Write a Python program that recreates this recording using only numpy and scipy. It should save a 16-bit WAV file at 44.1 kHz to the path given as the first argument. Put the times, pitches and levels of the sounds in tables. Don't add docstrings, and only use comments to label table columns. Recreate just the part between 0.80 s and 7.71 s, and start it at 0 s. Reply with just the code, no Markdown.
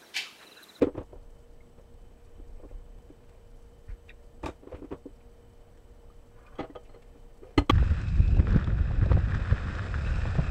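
import sys
import numpy as np
from scipy import signal
from scipy.fft import rfft, irfft
from scipy.io import wavfile
from scipy.ndimage import uniform_filter1d

SR = 44100
rng = np.random.default_rng(int(sys.argv[2]) if len(sys.argv) > 2 else 0)


def transcribe(u):
    v = np.clip(np.atleast_2d(u).T, -1, 1)
    q = np.round(v * 32767).astype(np.int16)
    wavfile.write(sys.argv[1], SR, q)


N = 304731
TIME = np.arange(N) / SR
RING_T = np.arange(8192) / SR
USUAL_CLACK_DB = -38

# t/s, relative basin level/dB, relative clack level/dB, basin centre/Hz,
# treble shelf/dB
BUMPS = [(0.0125, -19, -34, 452, 3), (0.0183, -8.5, -30.5, 500, 1), (0.022, -9.5, -30, 333, 1),
         (0.033, -16.5, -38, 520, -6), (0.067, -16.5, -40, 320, -13), (0.079, -23.5, -44, 430, -10),
         (0.1454, -28.5, -42.5, 364, -10), (0.1737, -26, -39.5, 530, -6), (0.179, -25.5, -42, 248, -7),
         (0.206, -31, -42.5, 480, -10), (0.328, -34.5, -48.5, 570, -34), (0.354, -42, -54, 422, -18),
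         (0.980, -58, -56, 500, -4), (1.594, -40, -59, 328, -18), (1.794, -42, -58, 576, -26),
         (1.831, -38, -50.5, 450, -26), (1.845, -36.5, -59, 350, -26), (1.909, -40, -55.5, 500, -21),
         (2.298, -36.5, -59, 297, -24), (3.633, -29, -32, 345, -13), (3.641, -31, -42, 302, -1),
         (3.683, -26, -35, 330, -12), (3.83, -38, -53, 380, -10), (3.869, -32.5, -49.5, 364, -6),
         (3.919, -29, -43, 600, -9), (3.943, -33, -46, 343, 3.5), (3.983, -38, -56, 320, -23),
         (4.017, -29, -49.5, 290, -12), (4.04, -30, -52, 298, -3), (4.111, -28.5, -39, 400, -9),
         (4.121, -25, -39.5, 402, -8), (4.15, -36, -68, 420, -18), (4.255, -27.5, -55, 352, -22),
         (6.351, -43, -59, 360, -18), (6.779, -11.5, -25, 265, -2), (6.812, -29.5, -42, 285, -6)]
# t/s, relative basin level/dB, relative clack level/dB, basin centre/Hz,
# ring level/dB, ring centre/Hz
CLINKS = [(3.658, -25.5, -38, 316, -42, 850), (5.789, -23.5, -34, 520, -40.5, 1520),
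          (5.801, -25, -35.5, 313, -41.5, 1720), (5.825, -34.5, -41, 330, -48, 1700),
          (5.84, -34, -43.5, 500, -51, 990), (5.896, -33.5, -56, 266, -69, 1900),
          (5.953, -28, -41.5, 666, -47, 1380), (6.09, -51, -57, 565, -65.5, 2290),
          (6.142, -42, -52, 613, -62, 2300), (6.158, -42, -54, 603, -74, 2300),
          (6.630, -57, -54, 406, -62, 1510), (6.776, -10, -27.5, 254, -28, 2420),
          (6.894, -10, -18.5, 290, -29, 1680)]
# f/Hz, level/dB
SUDS = [(150, -33), (400, 11.5), (800, 2), (1400, -7), (2200, -11.5), (4000, -22), (8000, -33),
        (15000, -57)]


def amp(db):
    return 10 ** (np.asarray(db) / 20)


def unit(x):
    return x / np.sqrt(np.mean(x ** 2) + 1e-30)


def struck(x, size=1024):
    return x * np.sqrt(size / (np.sum(x ** 2) + 1e-30))


def add(mix, s, sound):
    part = mix[max(round(s * SR), 0):][:len(sound)]
    part += sound[:len(part)]


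def wander(n, size):
    return unit(uniform_filter1d(uniform_filter1d(rng.standard_normal(n), size), size))


def onset(rise):
    return np.sin(np.pi / 2 * np.minimum(RING_T / max(rise, 1e-4), 1)) ** 2


def stroke(start, length, db, arch=0.14):
    u = np.clip((TIME - start) / length, 0, 1)
    return amp(db) * (4 * u * (1 - u)) ** arch


def colour(x, points, shelf_db=0):
    hz = np.fft.rfftfreq(len(x), 1 / SR)
    point_hz, point_db = np.transpose(points)
    db = np.interp(np.log(hz + 1), np.log(point_hz), point_db)
    shelf = shelf_db * np.interp(hz, [1100, 2100], [0, 1])
    return unit(irfft(rfft(x) * amp(db + shelf), len(x)))


def narrow(x, hz, width):
    turn = np.exp(2j * np.pi * np.cumsum(hz * np.ones(len(x))) / SR)
    r = np.exp(-np.pi * width / SR)
    return unit((turn * signal.lfilter([1], [1, -2 * r, r * r], x / turn)).real)


def tone(hz, db, waver_hz):
    turns = np.cumsum(hz + waver_hz * wander(N, size=200)) / SR
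    return amp(db) * unit(np.sin(2 * np.pi * turns))


def burst(points, rise, t60, shelf_db=0, grain_db=0):
    swell = onset(rise) * amp(-60 * np.maximum(RING_T - rise, 0) / t60)
    chatter = amp(grain_db * wander(len(RING_T), size=60))
    return struck(colour(rng.standard_normal(len(RING_T)) * chatter, points, shelf_db) * swell)


def ring(modes, rise, scatter_db, centre_hz=None, focus_db=0, sustain=1):
    hz, db, t60 = np.transpose(modes)[:, :, None]
    db = db + scatter_db * rng.standard_normal(hz.shape) - focus_db * np.log2(hz / (centre_hz or 1)) ** 2
    decays = amp(db - 60 * RING_T / (t60 * sustain))
    waves = decays * np.sin(2 * np.pi * (hz * RING_T + rng.random(hz.shape)))
    return struck(waves.sum(0) * onset(rise))


def kitchen(x, t60, wet_db):
    signs = rng.choice([-1, 1], len(RING_T))
    taps = signs * (rng.random(len(RING_T)) < 3000 / SR) * (RING_T > .003)
    tail = taps * amp(-60 * RING_T / t60)
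    return x + amp(wet_db) * signal.oaconvolve(x, tail / np.linalg.norm(tail))[:N]


def room_tone(whine_hz=8000):
    # f/Hz, relative level/dB
    air_spectrum = [(10, -7.5), (24, 2.5), (65, -6.5), (100, -11.5), (170, -20.5), (330, -23), (700, -26),
                    (950, -31), (1600, -38.5), (2800, -43.5), (5000, -49), (8500, -52), (11000, -54.5),
                    (16000, -54)]
    # f/Hz, level/dB, width/Hz
    hum_bands = [(122.2, -77.5, 12), (240.5, -71.5, 22), (476, -71.5, 61), (584, -74, 45),
                 (1788, -87.5, 51), (3040, -83, 79), (6060, -94.5, 54)]
    # f/Hz, level/dB, waver/Hz
    motor_note = (470.5, -65, 1.97)
    air = amp(-51) * colour(rng.standard_normal(N), air_spectrum)
    hum = sum(amp(db) * narrow(rng.standard_normal(N), hz, width) for hz, db, width in hum_bands)
    motor = tone(*motor_note)
    whine = tone(whine_hz, db=-85, waver_hz=25.1)
    halo = amp(-92) * narrow(rng.standard_normal(N), whine_hz, width=90)
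    return air + hum + motor + whine + halo


def foam(ticks_per_s=130, level_db=-86, tick_s=0.0026):
    # f/Hz, level/dB
    tick_spectrum = [(800, -24), (2000, -8.5), (4500, 4.5), (8000, 0.5), (11000, -3.5), (16000, -30)]
    sizes = (rng.random(N) < ticks_per_s / SR) * amp(np.minimum(rng.exponential(1, N), 2))
    ticks = signal.oaconvolve(sizes, np.exp(-RING_T / tick_s))[:N] * rng.standard_normal(N)
    return amp(level_db) * colour(ticks, tick_spectrum)


def drips(spit_db=-9):
    # t/s, level/dB, f/Hz, width/Hz, swell/s
    squelches = [(1.885, -72, 1700, 1800, 0.007), (3.080, -63, 1720, 990, 0.015),
                 (3.099, -78, 4000, 1500, .012), (3.278, -64.5, 2160, 2600, 0.0088),
                 (3.298, -56.5, 1980, 800, 0.0057), (4.403, -72.5, 1900, 1800, 0.0065),
                 (5.662, -67, 2800, 2200, 0.004), (6.046, -69.5, 2500, 1800, 0.0081),
                 (6.22, -65.5, 2770, 1800, 0.0025)]
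    out = np.zeros(N)
    for s, db, hz, width, swell in squelches:
        u = RING_T / swell
        froth = rng.standard_normal(len(u)) * amp(2 * wander(len(u), size=50))
        wet = narrow(froth, hz, width) + amp(spit_db) * colour(froth, SUDS)
        add(out, s, amp(db) * u * np.exp(1 - u) * wet)
    return out


def scrubbing(pops_per_s=700, spread_db=4, fizz=0.26):
    # start/s, length/s, level/dB
    strokes = [(1.196, 1.5, -73.5), (2.384, 0.22, -77), (3.892, 0.11, -60.5), (4.25, 2.7, -78),
               (5.96, 0.69, -77), (6.628, 0.12, -64.5)]
    pressure = sum(stroke(*row) for row in strokes)
    popping = rng.random(N) < pops_per_s / SR
    sizes = amp(spread_db * np.minimum(rng.exponential(1, N), 4))
    pops = popping * sizes * rng.choice([-1, 1], N)
    return pressure * colour(unit(pops) + fizz * rng.standard_normal(N), SUDS, shelf_db=3)


def rubbing(slips_per_s=3500, from_hz=1600, to_hz=1130, settle_s=0.087):
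    # start/s, length/s, level/dB
    drag = (5.5, 0.44, -68)
    hz = to_hz + (from_hz - to_hz) * np.exp(-np.maximum(TIME - drag[0], 0) / settle_s)
    grip = amp(2 * wander(N, size=600))
    slips = (rng.random(N) < slips_per_s / SR) * rng.standard_normal(N) * grip
    swish = narrow(slips, hz, width=700)
    body = amp(1) * narrow(slips, hz=1080, width=600)
    return stroke(*drag, arch=1) * (swish + body)


def surges(swell_cycles=0.47):
    # start/s, length/s, level/dB
    sway = (1.567, 0.62, -45.5)
    # t/s, level/dB, f/Hz
    pushes = [(0.02, -28.5, 67.4), (0.181, -35.5, 42), (0.18, -30, 90), (0.354, -38.5, 28.2),
              (0.455, -39, 26.2), (1.941, -32, 33.3), (3.089, -32.5, 70.6), (3.105, -31, 39.8),
              (3.638, -34, 70.6), (3.94, -33.5, 74), (6.777, -14, 89), (6.782, -20.5, 48.7),
              (6.813, -28.5, 96)]
    out = stroke(*sway) * narrow(rng.standard_normal(N), hz=30, width=30)
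    for s, db, hz in pushes:
        u = RING_T * hz / swell_cycles
        add(out, s, amp(db) * u * np.exp(1 - u) * np.sin(2 * np.pi * hz * RING_T))
    return out


def bubbles(climb_per_s=1.5):
    # t/s, level/dB, starting f/Hz, t60/s
    notes = [(0.805, -65.5, 2130, 0.045), (0.995, -59, 525, 0.054), (4.562, -69, 620, 0.03),
             (4.881, -65, 613, 0.04), (5.227, -71, 840, 0.057), (5.299, -65, 1200, 0.057),
             (5.663, -67, 2430, 0.067), (5.900, -68, 1900, .06), (6.619, -53, 325, 0.076),
             (6.631, -48, 387, 0.048), (6.646, -50.5, 493, 0.19)]
    out = np.zeros(N)
    for s, db, hz, t60 in notes:
        turns = hz * (RING_T + climb_per_s * RING_T ** 2 / 2)
        envelope = onset(0.0035) * amp(-60 * RING_T / t60)
        add(out, s, amp(db) * struck(envelope * np.sin(2 * np.pi * turns)))
    return out


def sloshing(wash_db=-11, rise_s=0.0032, fall_s=0.0029):
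    # f/Hz, level/dB
    wash_spectrum = [(120, -18), (290, 17.5), (520, 7), (800, -5), (1300, -8.5), (2000, -9.5),
                     (3300, -21.5), (5000, -32), (9000, -35.5), (15000, -63)]
    out = np.zeros(N)
    t = RING_T - RING_T[2048]
    swell = np.exp(-np.abs(t) / np.where(t < 0, rise_s, fall_s))
    for s, _, clack_db, *_ in BUMPS + CLINKS:
        lumps = amp(4.6 * wander(len(t), size=120))
        water = struck(colour(rng.standard_normal(len(t)) * lumps, wash_spectrum) * swell)
        gain = amp(min(clack_db, USUAL_CLACK_DB) + wash_db)
        start = s + t[0]
        add(out, start, gain * water[max(round(-start * SR), 0):])
    return out


def splashes():
    # t/s, level/dB, t60/s
    spits = [(0.018, -54, 0.1), (0.172, -74, .1), (1.855, -74, .04), (2.49, -68, .06), (3.11, -84, .06),
             (3.29, -73, 0.096), (3.629, -53, 0.25), (3.656, -46, 0.14), (3.668, -53, 0.16),
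             (4.971, -69.5, 0.043), (5.788, -67, 0.17), (6.057, -74, .05), (6.219, -67, 0.066),
             (6.777, -41, 0.067), (6.894, -44, 0.019)]
    # f/Hz, level/dB
    spray = [(2000, 3.5), (4200, -7), (6000, -9), (8200, -7.5), (10000, -20), (15000, -32)]
    out = np.zeros(N)
    for s, db, t60 in spits:
        add(out, s, amp(db) * burst(spray, rise=0.0034, t60=t60, grain_db=3))
    return out


def cracks():
    # t/s, level/dB
    contacts = [(0.0216, -55), (3.6595, -54), (3.6615, -53), (6.776, -52.5), (6.896, -49)]
    # f/Hz, level/dB
    crack_spectrum = [(700, 7.5), (2500, 4.5), (4500, 1), (7000, -1.5), (10000, -13.5), (15000, -12)]
    out = np.zeros(N)
    for s, db in contacts:
        add(out, s, amp(db) * burst(crack_spectrum, rise=0.00069, t60=0.014))
    return out


def cutlery():
    # t/s, level/dB
    jostles = [(3.291, -51.5), (3.636, -54), (3.658, -46.5), (3.691, -59)]
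    # f/Hz, level/dB, t60/s
    modes = [(2380, 2.5, 0.04), (2420, 4, 0.042), (2640, 11, 0.019), (3430, -16, 0.082), (3550, -13, 0.056),
             (3740, -7, 0.075), (3960, -21, 0.07), (4870, -18, 0.029), (7100, -25.5, 0.047)]
    out = np.zeros(N)
    for s, db in jostles:
        add(out, s, amp(db) * ring(modes, rise=0.0051, scatter_db=2.5))
    return out


def bowl():
    # t/s, level/dB, ring centre/Hz
    taps = [(3.659, -38.5, 900), (5.752, -67, 4200), (5.783, -52.5, 2600), (5.794, -55, 3200),
            (5.829, -61, 2400), (5.955, -57, 2570), (6.895, -23.5, 2400)]
    # f/Hz, level/dB, t60/s
    modes = [(876, 10, 0.061), (1161, 11, 0.054), (1440, -16, 0.081), (1860, -7.5, 0.052),
             (2590, -4, 0.026), (3090, -6.5, 0.11), (3320, 1, 0.038), (4020, -4, 0.023), (4650, -21, 0.13),
             (5680, -18.5, 0.075), (6490, -3.5, 0.028)]
    out = np.zeros(N)
    for s, db, ring_hz in taps:
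        add(out, s, amp(db) * ring(modes, rise=0.0059, scatter_db=2.5, centre_hz=ring_hz, focus_db=5))
    return out


def knock(basin_db, clack_db, centre_hz, bright_db, shake_db=0, contact_s=0.0059):
    # f/Hz, level/dB, base t60/s
    basin_modes = [(274, -1.5, 0.084), (294.1, 7, 0.084), (318.8, 1, 0.097), (363, 2, 0.058),
                   (398.5, 0.5, 0.086), (481.8, -0.5, 0.1), (496, 5.5, 0.053), (599, -2.5, 0.091)]
    # f/Hz, level/dB
    clack_spectrum = [(250, -50), (550, 7), (750, 2.5), (1150, 1), (1500, -5), (2000, -5), (3200, -11.5),
                      (4200, -21), (5200, -28.5), (9000, -38), (15000, -67)]
    # f/Hz, level/dB
    thump_spectrum = [(20, -66), (55, 8.5), (90, 6), (130, -8.5), (190, -4), (400, -51), (1000, -82)]
    force_db = clack_db - USUAL_CLACK_DB
    sustain = amp(-0.28 * max(force_db, 0))
    detune = 1 + 0.031 * rng.uniform(-1.15, 1)
    modes = np.array(basin_modes) * [detune, 1, 1]
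    basin = ring(modes, contact_s, scatter_db=-1.5, centre_hz=centre_hz, focus_db=15, sustain=sustain)
    clack = burst(clack_spectrum, contact_s, t60=0.1 * sustain, shelf_db=bright_db, grain_db=2.5)
    thump = burst(thump_spectrum, contact_s, t60=0.12 * sustain)
    thump_db = -44 + shake_db + 0.88 * force_db
    return amp(basin_db - 12) * basin + amp(clack_db - 8.5) * clack + amp(thump_db) * thump


def held_plate():
    # f/Hz, level/dB, base t60/s
    modes = [(646, 15, 0.11), (798, 11, 0.093), (1252, 5.5, 0.078), (1684, -18, 0.056), (2045, 2, 0.041),
             (2350, -11.5, 0.037), (2680, -13, 0.033), (2986, -5.5, 0.053), (3210, -6.5, 0.044),
             (4200, -3, 0.057), (6880, -27, 0.045)]
    out = np.zeros(N)
    for s, basin_db, clack_db, centre_hz, ring_db, ring_hz in CLINKS:
        force_db = clack_db - USUAL_CLACK_DB
        sustain = 1.09 * amp(-0.2 * force_db)
        plate = ring(modes, rise=0.0061, scatter_db=-2, centre_hz=ring_hz, focus_db=7, sustain=sustain)
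        blow = knock(basin_db, clack_db, centre_hz, bright_db=-2.5 + 0.43 * force_db, shake_db=-3.5)
        add(out, s, blow + amp(ring_db) * plate)
    return out


def sunken_dishes():
    out = np.zeros(N)
    for s, *blow in BUMPS:
        add(out, s, knock(*blow))
    return out


def scene():
    suds = kitchen(drips() + foam() + scrubbing() + rubbing(), t60=0.019, wet_db=1)
    dishes = sunken_dishes() + held_plate() + bowl() + cutlery() + cracks()
    water = splashes() + sloshing() + bubbles()
    sink = kitchen(dishes + water, t60=0.15, wet_db=-18)
    return (sink + suds + surges() + room_tone())[None]


def record(dry, edge_hz=15750):
    lowpass = signal.firwin(511, edge_hz, window=("kaiser", 9), fs=SR)
    return signal.oaconvolve(dry, lowpass[None], "same")


dry = scene()
out = record(dry)
transcribe(out)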